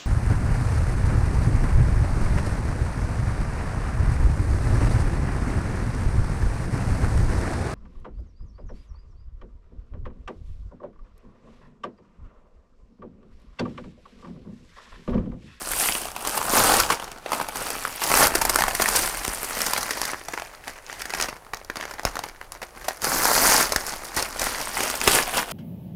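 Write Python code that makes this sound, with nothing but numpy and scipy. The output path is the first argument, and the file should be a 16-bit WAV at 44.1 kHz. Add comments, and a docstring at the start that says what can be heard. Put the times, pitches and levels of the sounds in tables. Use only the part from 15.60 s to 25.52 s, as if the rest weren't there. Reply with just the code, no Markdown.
"""Stiff brown paper snaps, crackles and hisses close by as two hands pull, crease, tear and cut it off a box.
Creases buckle as noise bursts with a ringing panel, over clumps of small crackles made of enveloped noise.
The sheet over the box answers low and the fibres high, each as noise through its own spectrum.
Low gusts from the moving sheet push at the microphone and dull bumps shake the cardboard box.
A small room adds decaying noise tails; a quiet, slowly wavering floor of noise lies behind."""
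import sys
import numpy as np
from scipy import signal
from scipy.fft import rfft, irfft, next_fast_len
from scipy.io import wavfile
from scipy.ndimage import uniform_filter1d, map_coordinates

SR = 44100
rng = np.random.default_rng(int(sys.argv[2]) if len(sys.argv) > 2 else 0)


def master_out(mix):
    """Clip the mix to full scale and print it as 16-bit PCM to the path in sys.argv[1]."""
    frames = np.transpose(np.atleast_2d(mix))
    ceiling = np.clip(frames, -1, 1)
    pcm = np.round(ceiling * 32767).astype(np.int16)
    wavfile.write(sys.argv[1], SR, pcm)


N = 437472


def amp(db):
    """Decibel law: a level in dB becomes an amplitude ratio."""
    return 10 ** (np.asarray(db) / 20)


def unit(x):
    """Power normalisation: x scaled to rms 1."""
    return x / np.sqrt(np.mean(x ** 2) + 1e-20)


def along(points, hz):
    """Logarithmic frequency scale: (Hz, value) points joined by straight lines over log frequency."""
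    point_hz, values = np.transpose(points)
    return np.interp(np.log(hz + 1), np.log(point_hz + 1), values)


def curves(rows):
    """Slow modulation: one value per sample for each column after the time."""
    s, *columns = np.transpose(rows)
    return [np.interp(np.arange(N) / SR, s, column) for column in columns]


def wobble(rate):
    """Band-limited random modulation: a smooth curve through `rate` random knots a second."""
    knots = rng.standard_normal(int(N * rate / SR) + 4)
    return map_coordinates(knots, [np.arange(N) * rate / SR])


def colour(x, spectrum):
    """Minimum-phase filtering: x takes on this spectrum causally, with power gain 1."""
    m = next_fast_len(N + SR // 4)
    gain = amp(along(spectrum, np.fft.rfftfreq(m, 1 / SR))) + 1e-4
    cepstrum = irfft(np.log(unit(gain)), m)
    # folding the cepstrum onto positive time makes the filter causal
    cepstrum[1:m // 2] *= 2
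    cepstrum[m // 2 + 1:] = 0
    return irfft(rfft(x, m) * np.exp(rfft(cepstrum)), m)[:N]


def patchy(depth_db):
    """Random spectral modulation: noise whose colour differs from one small fold to the next."""
    noise = signal.stft(rng.standard_normal(N), nperseg=128)[2]
    field = uniform_filter1d(rng.standard_normal(noise.shape), size=5, axis=0)
    field = uniform_filter1d(field, size=4, axis=1)
    return unit(signal.istft(noise * amp(depth_db * unit(field)), nperseg=128)[1][:N])


# How hard the hands work the sheet. Each row: time in seconds, crackle level in dB.
EFFORT = [(0, -45.5), (.17, -35), (.24, -31.5), (.37, -38), (.54, -50.5), (.74, -37), (.85, -40),
          (.96, -26.5), (1.18, -26.5), (1.28, -39), (1.33, -33), (1.37, -44.5), (1.61, -58), (1.74, -40),
          (1.89, -50.5), (2.0, -39.5), (2.38, -44), (2.43, -35.5), (2.6, -26), (2.64, -24), (2.71, -42),
          (2.98, -38), (3.13, -41), (3.21, -35), (3.39, -29), (3.56, -40.5), (3.89, -40.5), (4.01, -34),
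          (4.31, -39), (4.48, -37.5), (4.65, -54), (4.71, -45.5), (5.02, -58.5), (5.07, -46.5), (5.22, -58),
          (5.32, -47), (5.52, -47.5), (5.62, -37.5), (5.81, -65), (6.02, -69.5), (6.22, -49), (6.4, -57),
          (6.6, -52), (6.74, -60.5), (7.1, -64.5), (7.27, -47), (7.4, -55.5), (7.43, -31.5), (7.57, -29.5),
          (7.9, -21.5), (8.02, -24), (8.09, -37.5), (8.23, -42), (8.29, -35), (8.37, -45), (8.52, -46.5),
          (8.59, -33), (8.68, -42.5), (8.75, -44.5), (8.83, -33.5), (9.09, -41), (9.22, -33.5),
          (9.4, -39.5), (9.49, -29), (9.55, -24.5), (9.67, -41.5), (9.79, -32.5), (9.86, -49.5),
          (9.92, -43.5)]
# The rustle left by a 1 ms snap, re the snap's crackle setting, and how fast it dies
SETTLE_DB, SETTLE_DB_PER_S = -24, 188


def effort_db():
    """Power addition: the pull of the hands plus the decaying rustle of the sheet settling after every snap."""
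    s, db, _, _, ms = np.transpose(CREASE_SNAPS)
    kicks = np.bincount(np.round(s * SR).astype(int), amp(2 * (db + SETTLE_DB)) * ms, N)
    settling = signal.lfilter([1], [1, -amp(-2 * SETTLE_DB_PER_S / SR)], kicks)
    pull = amp(2 * curves(EFFORT)[0])
    return 10 * np.log10(pull + settling)


def crackles(busy, spread_db, own_db, life_ms, slide):
    """Shot noise: three trains of bursts share their times, `busy` a second, over the even hiss of sliding."""
    at = np.nonzero(rng.random(N) < busy / SR)[0]
    shared_db = spread_db * np.minimum(rng.exponential(size=len(at)), 3.5)
    trains = []
    for life in life_ms:
        starts = np.zeros(N)
        starts[at] = amp(2 * (shared_db + own_db * rng.standard_normal(len(at))))
        # burst amplitude falls by a factor e in one life
        power = np.abs(signal.lfilter([1], [1, -np.exp(-2000 / (life * SR))], starts))
        # the hand sets the slow level, the bursts share it out
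        power /= uniform_filter1d(power, SR // 8) + 1e-9
        envelope = np.sqrt(slide + (1 - slide) * power)
        trains.append(envelope * patchy(depth_db=2.5))
    return trains


# Spectrum of the sheet over the box. Each row: frequency in Hz, relative level in dB per Hz.
BODY_SPECTRUM = [(59, -31.5), (100, -12), (253, -5), (313, -5), (462, -3.5), (816, 0.5), (1400, -1.5),
                 (2010, -3.5), (3600, -15.5), (4680, -17.5), (7920, -120)]
# Spectrum of the crackles. Each row: frequency in Hz, relative level in dB per Hz.
CRACKLE_SPECTRUM = [(1800, -18), (2800, -9), (3600, -8.5), (4700, 0), (5800, -0.5), (6900, -2.5),
                    (8200, -18.5), (10000, -23)]
# Spectrum of the fibre hiss. Each row: frequency in Hz, relative level in dB per Hz.
FIBRE_SPECTRUM = [(5000, -46), (7000, -7), (8200, -2.5), (10000, -2.5), (12000, -4.5), (13200, -7),
                  (15200, -8.5), (16500, -40)]


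def paper(low, mid, high):
    """Superposition: sheet body, crackle and fibres each radiate in their own band."""
    return colour(low, BODY_SPECTRUM) + colour(mid, CRACKLE_SPECTRUM) + colour(high, FIBRE_SPECTRUM)


# Slow colour of the paper. Each row: time in seconds, sheet body re crackle in dB, fibre hiss re crackle
# in dB, then the level in dB of the regions near 2 kHz, near 3 kHz and near 9 kHz.
PAPER_COLOUR = [(0, 5, 3.5, -4, -0.5, 5), (.25, 3, 7, 0.5, 8.5, 1.5), (.55, 7, 3.5, -7.5, 4, 2),
                (.9, 10, 5, -6.5, -1.5, 1), (1.3, 7.5, -1, -5.5, 1, 1.5), (1.6, 9.5, -5, -3, 0, 3),
                (1.8, 12.5, 2.5, -6, -1, 2.5), (2.4, 2.5, 3, 0.5, 5.5, -1.5),
                (2.6, 10, 4.5, -1.5, -0.5, 0.5), (2.85, 7, 3, 1.5, 0, -0.5), (3.4, 5, 2, 0.5, 1, 3),
                (3.85, 4.5, 4.5, 0, 3, 0), (4.3, 4, -2, 2, -0.5, 1.5), (5.4, 3, -4, 4.5, 3, 3),
                (6.3, 8, -3.5, 0, -0.5, -.5), (7.35, 4, -0.5, 1, 0, 1), (7.601, 5.5, 2.5, -2, -6, -3),
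                (7.95, 3.5, -0.5, -.5, -1.5, 0.5), (8.6, 4.5, -1.5, 1, -0.5, 1.5), (9.45, 5, 1, 0, 5, 2),
                (9.92, 10, 2.5, -5, 5, 0)]
BODY_SHIFT = -0.14  # dB of body gained per dB of effort: light handling is duller


def rustle():
    """Stick-slip friction: harder pulls crackle louder, denser and more evenly; light ones clump as folds yield."""
    db = effort_db()
    body_db, fibre_db, *_ = curves(PAPER_COLOUR)
    body_db = body_db + BODY_SHIFT * (db + 38)
    clumps_db = np.clip(-.15 * (db + 14.5), 0, 8) * wobble(50)
    busy = 400 * amp(.5 * (db + 34.5) + clumps_db)  # crackles a second
    slide = np.clip(0.45 + 0.0055 * (db + 39), 0, .9)  # share of power in even hiss
    low, mid, high = crackles(busy, spread_db=1.0, own_db=5.5, life_ms=[2, .7, .5], slide=slide)
    return paper(amp(db + body_db) * low, amp(db) * mid, amp(db + fibre_db) * high)


def tinted(x):
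    """Spectral envelope: three broad regions of the paper's colour rise and sink slowly."""
    hz, spectrum = np.fft.rfftfreq(N, 1 / SR) + 1, rfft(x)
    for db, centre_hz, octaves in zip(curves(PAPER_COLOUR)[2:], [2000, 3000, 8800], [.25, .27, .18]):
        bell = np.exp(-.5 * (np.log2(hz / centre_hz) / octaves) ** 2)
        x = x + (amp(db) - 1) * irfft(spectrum * bell, N)
    return x


# Air fanned by the sheet. Each row: time in seconds, gust level setting in dB.
AIR_GUSTS = [(0.0, -52), (0.63, -51), (1.13, -43.5), (1.44, -54), (2.37, -53.5), (2.79, -42.5), (5.08, -59),
             (6.44, -54), (7.15, -56), (7.6, -49.5), (9.75, -49), (9.92, -50)]
# Spectrum of that air at the microphone. Each row: frequency in Hz, relative level in dB per Hz.
AIR_SPECTRUM = [(8.8, -24), (15, 8), (37, 6), (87, -5.5), (160, -11), (210, -45), (350, -120)]


def air():
    """Low-frequency pressure: the sheet fans gusts at the microphone, each quick tug adding to them."""
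    effort = effort_db()
    tug_db = uniform_filter1d(effort, SR // 20) - uniform_filter1d(effort, SR)
    gust_db = curves(AIR_GUSTS)[0] + 5.0 + 0.32 * tug_db + 2.0 * wobble(15)
    return amp(gust_db) * colour(rng.standard_normal(N), AIR_SPECTRUM)


# Spectrum of the quiet background. Each row: frequency in Hz, relative level in dB per Hz.
FLOOR_SPECTRUM = [(35, -24), (60, -3), (168, -4.5), (593, 6), (1280, 1), (3040, -15), (7940, -16),
                  (9790, -11), (16000, -21)]
FLOOR_DB = -51.5


def background():
    """Stationary coloured noise: a quiet floor whose level wavers slightly."""
    return amp(FLOOR_DB + 1.4 * wobble(6)) * colour(rng.standard_normal(N), FLOOR_SPECTRUM)


# Buckling creases and short rips. Each row: centre in seconds, crackle level setting in dB, sheet body
# re crackle setting in dB, body pitch in Hz, length in ms.
CREASE_SNAPS = [(0.1162, -36, 2.5, 1460, 3.6), (0.4551, -39, 7, 650, 3), (0.564, -39, 13.5, 1070, 3.5),
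                (0.6514, -37.5, 12.5, 1150, 4.1), (.6742, -29, 3.5, 590, 5.2),
                (0.7776, -29.5, 7, 940, 3.35), (1.14, -26, 9, 790, 3.6), (1.2017, -18, 2.5, 970, 3.5),
                (1.3052, -29, 11, 1100, 10), (1.3994, -39.5, 12.5, 810, 4.1), (1.444, -38, -7, 720, 4.1),
                (1.517, -35.5, -9, 1200, 2.1), (1.663, -46, 21, 620, 5.7), (1.72, -30, 9, 1010, 2.7),
                (1.7329, -32.5, 14, 1370, 4.5), (1.8138, -40, 17.5, 860, 5.5),
                (1.8873, -37.5, 10, 820, 2.8), (1.9584, -36.5, 8, 825, 5.5), (2.1043, -28.5, -3, 450, 2.9),
                (2.252, -36.5, 14.5, 1380, 2.6), (2.421, -37, 9, 950, 9.6), (2.4398, -29, -7, 900, 10),
                (2.517, -27.5, 10.5, 2100, 2.9), (2.5404, -26, 14, 1200, 1.6), (2.574, -23, 5.5, 1070, 2.5),
                (2.6708, -22, 2, 615, 2.9), (2.7415, -38, 15, 1090, 2), (2.755, -23.5, 4, 343, 7),
                (2.8183, -27, 6, 897, 9.4), (2.853, -23, 1, 794, 4.5), (2.8978, -23.5, 1.5, 2160, 7),
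                (2.9453, -27, -6, 760, 2.5), (2.9594, -17, 3, 1380, 1.9), (2.99, -31, 9, 860, 8.4),
                (3.0079, -27, 12.5, 826, 2.55), (3.022, -24.5, 10.5, 1860, 2.1),
                (3.0386, -25.5, 10.5, 1180, 1.76), (3.084, -33, 10.5, 750, 8.4),
                (3.1517, -28, 2, 2070, 5.1), (3.2003, -35.5, 18, 630, 5.4), (3.222, -24.5, 4, 1330, 6.9),
                (3.2593, -27, 11, 1860, 2.2), (3.289, -22.5, -13, 1360, 2.1), (3.363, -24.5, -12, 1300, 11),
                (3.65, -24.5, -11.5, 1410, 1.1), (3.6796, -27, 2, 353, 1.45),
                (4.018, -19.5, -11, 640, 1.06), (4.0653, -27, 2.5, 1580, 3.8),
                (4.1352, -18.5, -5, 1070, 1.9), (4.179, -27.5, 0.5, 1593, 5.2),
                (4.231, -26.5, -1, 1086, 2.7), (4.3096, -27, 2, 1920, 5.7), (4.4166, -20, 3.5, 1723, 1.2),
                (4.4537, -25, -5, 2200, 3.1), (4.5344, -43, 19, 1680, 2.6), (4.6855, -35, 4.5, 810, 4.4),
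                (4.739, -39.5, 9.5, 510, 9), (4.7768, -40.5, 14, 1410, 2.8), (4.7982, -38, 8, 1390, 2.5),
                (4.8212, -38, 11, 693, 1.7), (5.08, -36, 6.5, 2520, 3.2), (5.299, -48, 15.5, 1410, 3),
                (5.3284, -37.5, 2.5, 880, 2.7), (5.42, -31.5, -3.5, 1374, 4.7),
                (5.456, -35, 2.5, 1790, 3.3), (5.505, -36, 4, 1500, 5.2), (5.538, -28, 3, 750, 2.45),
                (5.5497, -31, 0, 1440, 4.9), (5.6009, -29.5, 7.5, 1425, 3.6),
                (5.6124, -21, -8.5, 1467, 2.5), (5.625, -22, -11, 977, 2.1), (5.6876, -37, 9, 580, 6.2),
                (5.867, -57, 14.5, 1210, 2.9), (5.9362, -37, 12, 1174, 4.6), (5.946, -32.5, -6, 718, 1.8),
                (5.971, -39, -1, 1295, 2), (6.048, -40, -9, 360, 2), (6.1002, -35.5, 12, 1480, 2.5),
                (6.158, -32, 2, 1440, 2.1), (6.17, -31.5, 3, 1208, 2.4), (6.2009, -53, 22, 614, 4.8),
                (6.2111, -35, 11.5, 2220, 2), (6.2274, -41, 12, 1850, 3.4), (6.254, -37.5, 10.5, 2264, 2.3),
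                (6.3122, -40, 6.5, 1030, 5.2), (6.3398, -40, 3, 820, 4), (6.396, -36.5, 11.5, 1873, 2.2),
                (6.434, -39, 5, 777, 2), (6.4522, -18, -1.5, 639, 2.2), (6.5565, -35.5, 8, 1457, 3.4),
                (6.569, -36.5, 11, 1276, 1.9), (6.592, -31.5, 3.5, 750, 2.9), (6.6384, -34, 9, 840, 3.5),
                (6.688, -42.5, 1, 1550, 5.3), (6.814, -43.5, 16.5, 1014, 1.9), (6.921, -28, -5, 1524, 1.55),
                (7.019, -43, 11, 1352, 4.9), (7.032, -42.5, 10, 521, 10.3), (7.175, -56, 18.5, 794, 4.4),
                (7.248, -43.5, 5.5, 590, 11), (7.2855, -28, 4, 710, 6.9), (7.4196, -28, -6.5, 927, 1.2),
                (7.4447, -20.5, -8.5, 447, 1.75), (7.636, -24.5, 3, 1290, 2.23),
                (7.655, -19.5, 4, 1590, 2.7), (8.123, -24, 2, 570, 5.3), (8.1621, -21, 2.5, 1780, 3.2),
                (8.2667, -29, -12, 1660, 2.17), (8.452, -37, -7.5, 470, 5.9), (8.567, -26, -8, 970, 5),
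                (8.5768, -30.5, 5, 1920, 14.3), (8.6261, -24.5, -4, 546, 4.1),
                (8.7963, -25.5, -10.5, 936, 3.6), (8.818, -27, 5.5, 578, 3.8),
                (8.8417, -25.5, -20, 732, 2.7), (9.0148, -31.5, -4.5, 1512, 4.1),
                (9.2067, -27.5, 9, 2366, 3.2), (9.2342, -30, 1, 547, 6.8), (9.3009, -26, 1, 2100, 2.1),
                (9.415, -26, 8, 2550, 1.53), (9.4779, -19.5, 7.5, 400, 6.9), (9.7726, -28.5, 3, 586.4, 7.5),
                (9.787, -40, 9, 930, 5.4), (9.9142, -40.5, 2, 655, 7.6)]
# A snap's hiss follows the paper's colour, more steeply: offset in dB, dB per dB
SNAP_FIBRE_DB, SNAP_FIBRE_GROWS = -1, 1.2


def snaps():
    """Snap-through buckling: a crease yields in a swelling, dying burst and the panel beside it rings briefly."""
    low, mid, high = np.zeros((3, N + SR))
    t = np.arange(SR // 20) / SR
    hiss_db = SNAP_FIBRE_DB + SNAP_FIBRE_GROWS * curves(PAPER_COLOUR)[1]
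    for s, db, body_db, hz, ms in CREASE_SNAPS:
        fibre_db = hiss_db[round(s * SR)]
        life = max(ms, .4) / 1000
        start = max(round((s - life / 2) * SR), 0)
        u = t / (0.36 * life)  # time in units of the rise to the peak
        shape = (u * np.exp(1 - u)) ** 0.84
        bursts = shape * rng.standard_normal((3, len(t)))
        # every burst carries the energy of its envelope
        energy = np.sum(bursts ** 2, axis=1, keepdims=True)
        body, crackle, fibre = bursts / np.sqrt(energy / np.sum(shape ** 2))
        decay = amp(-60 * t / (4 / hz + 2.1 * life))
        panel = np.sin(2 * np.pi * hz * t) * (1 - np.exp(-u)) * decay
        low[start:][:len(t)] += amp(db + body_db) * (1.155 * body + 1.47 * panel)
        mid[start:][:len(t)] += amp(db + 3.0) * crackle
        high[start:][:len(t)] += amp(db + fibre_db + 2.5) * fibre
    return paper(low[:N], mid[:N], high[:N])


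# Hands and scissors bumping the box. Each row: time in seconds, level setting in dB.
BOX_BUMPS = [(2.66, -26), (3.68, -29), (5.689, -43), (5.936, -46.5), (6.453, -24), (7.427, -37.5),
             (8.161, -29.5), (8.57, -30), (9.474, -25.5)]


def bumps():
    """Damped resonance: the box wall dips under the blow, springs out and swings at 42 Hz as it dies away."""
    out, t = np.zeros(N + SR), np.arange(SR // 5) / SR
    dip = -1.3 * np.sin(np.pi * np.clip(t / 0.0012, 0, 1)) ** 2
    decay = amp(-60 * t / 0.088)
    spring = decay * np.cos(2 * np.pi * 42 * t) * np.clip(t / 0.0011 - .7, 0, 1)
    for s, db in BOX_BUMPS:
        start = round((s - .0012) * SR)
        out[start:][:len(t)] += amp(db + 6.5) * (dip + spring)
    return out[:N]


# Reverberation of the small room. Each row: frequency in Hz, time to fall 60 dB in seconds.
ROOM_DECAY = [(200, 0.15), (1500, 0.16), (14000, 0.056)]


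def room(x):
    """Reverberant decay: each frequency dies at its own speed, with a new tail every third of a second."""
    out, step = np.zeros(N + SR), SR // 3
    for k in range(0, N, step):
        hz, t, noise = signal.stft(rng.standard_normal(SR // 3), SR, nperseg=256)
        decay = amp(-60 * t / along(ROOM_DECAY, hz)[:, None])
        tail = signal.istft(noise * decay, SR, nperseg=256)[1]
        wet = signal.fftconvolve(x[k:k + step], tail / np.linalg.norm(tail))
        out[k + 120:][:len(wet)] += wet  # the tail starts 120 samples late
    return out[:N]


def scene():
    """Linear superposition: paper and box in the room, air on the microphone, the floor."""
    near = tinted(rustle() + snaps()) + bumps()
    return (near + amp(-13.5) * room(near) + air() + background())[None]


TOP_HZ = 16000


def record(dry):
    """Saturation and band limiting: peaks round off near full scale; nothing is kept from TOP_HZ up."""
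    x = dry / (1 + np.abs(dry / .95) ** 4) ** (1 / 4)
    return irfft(rfft(x) * (np.fft.rfftfreq(N, 1 / SR) < TOP_HZ), N)


dry = scene()
out = record(dry)
master_out(out)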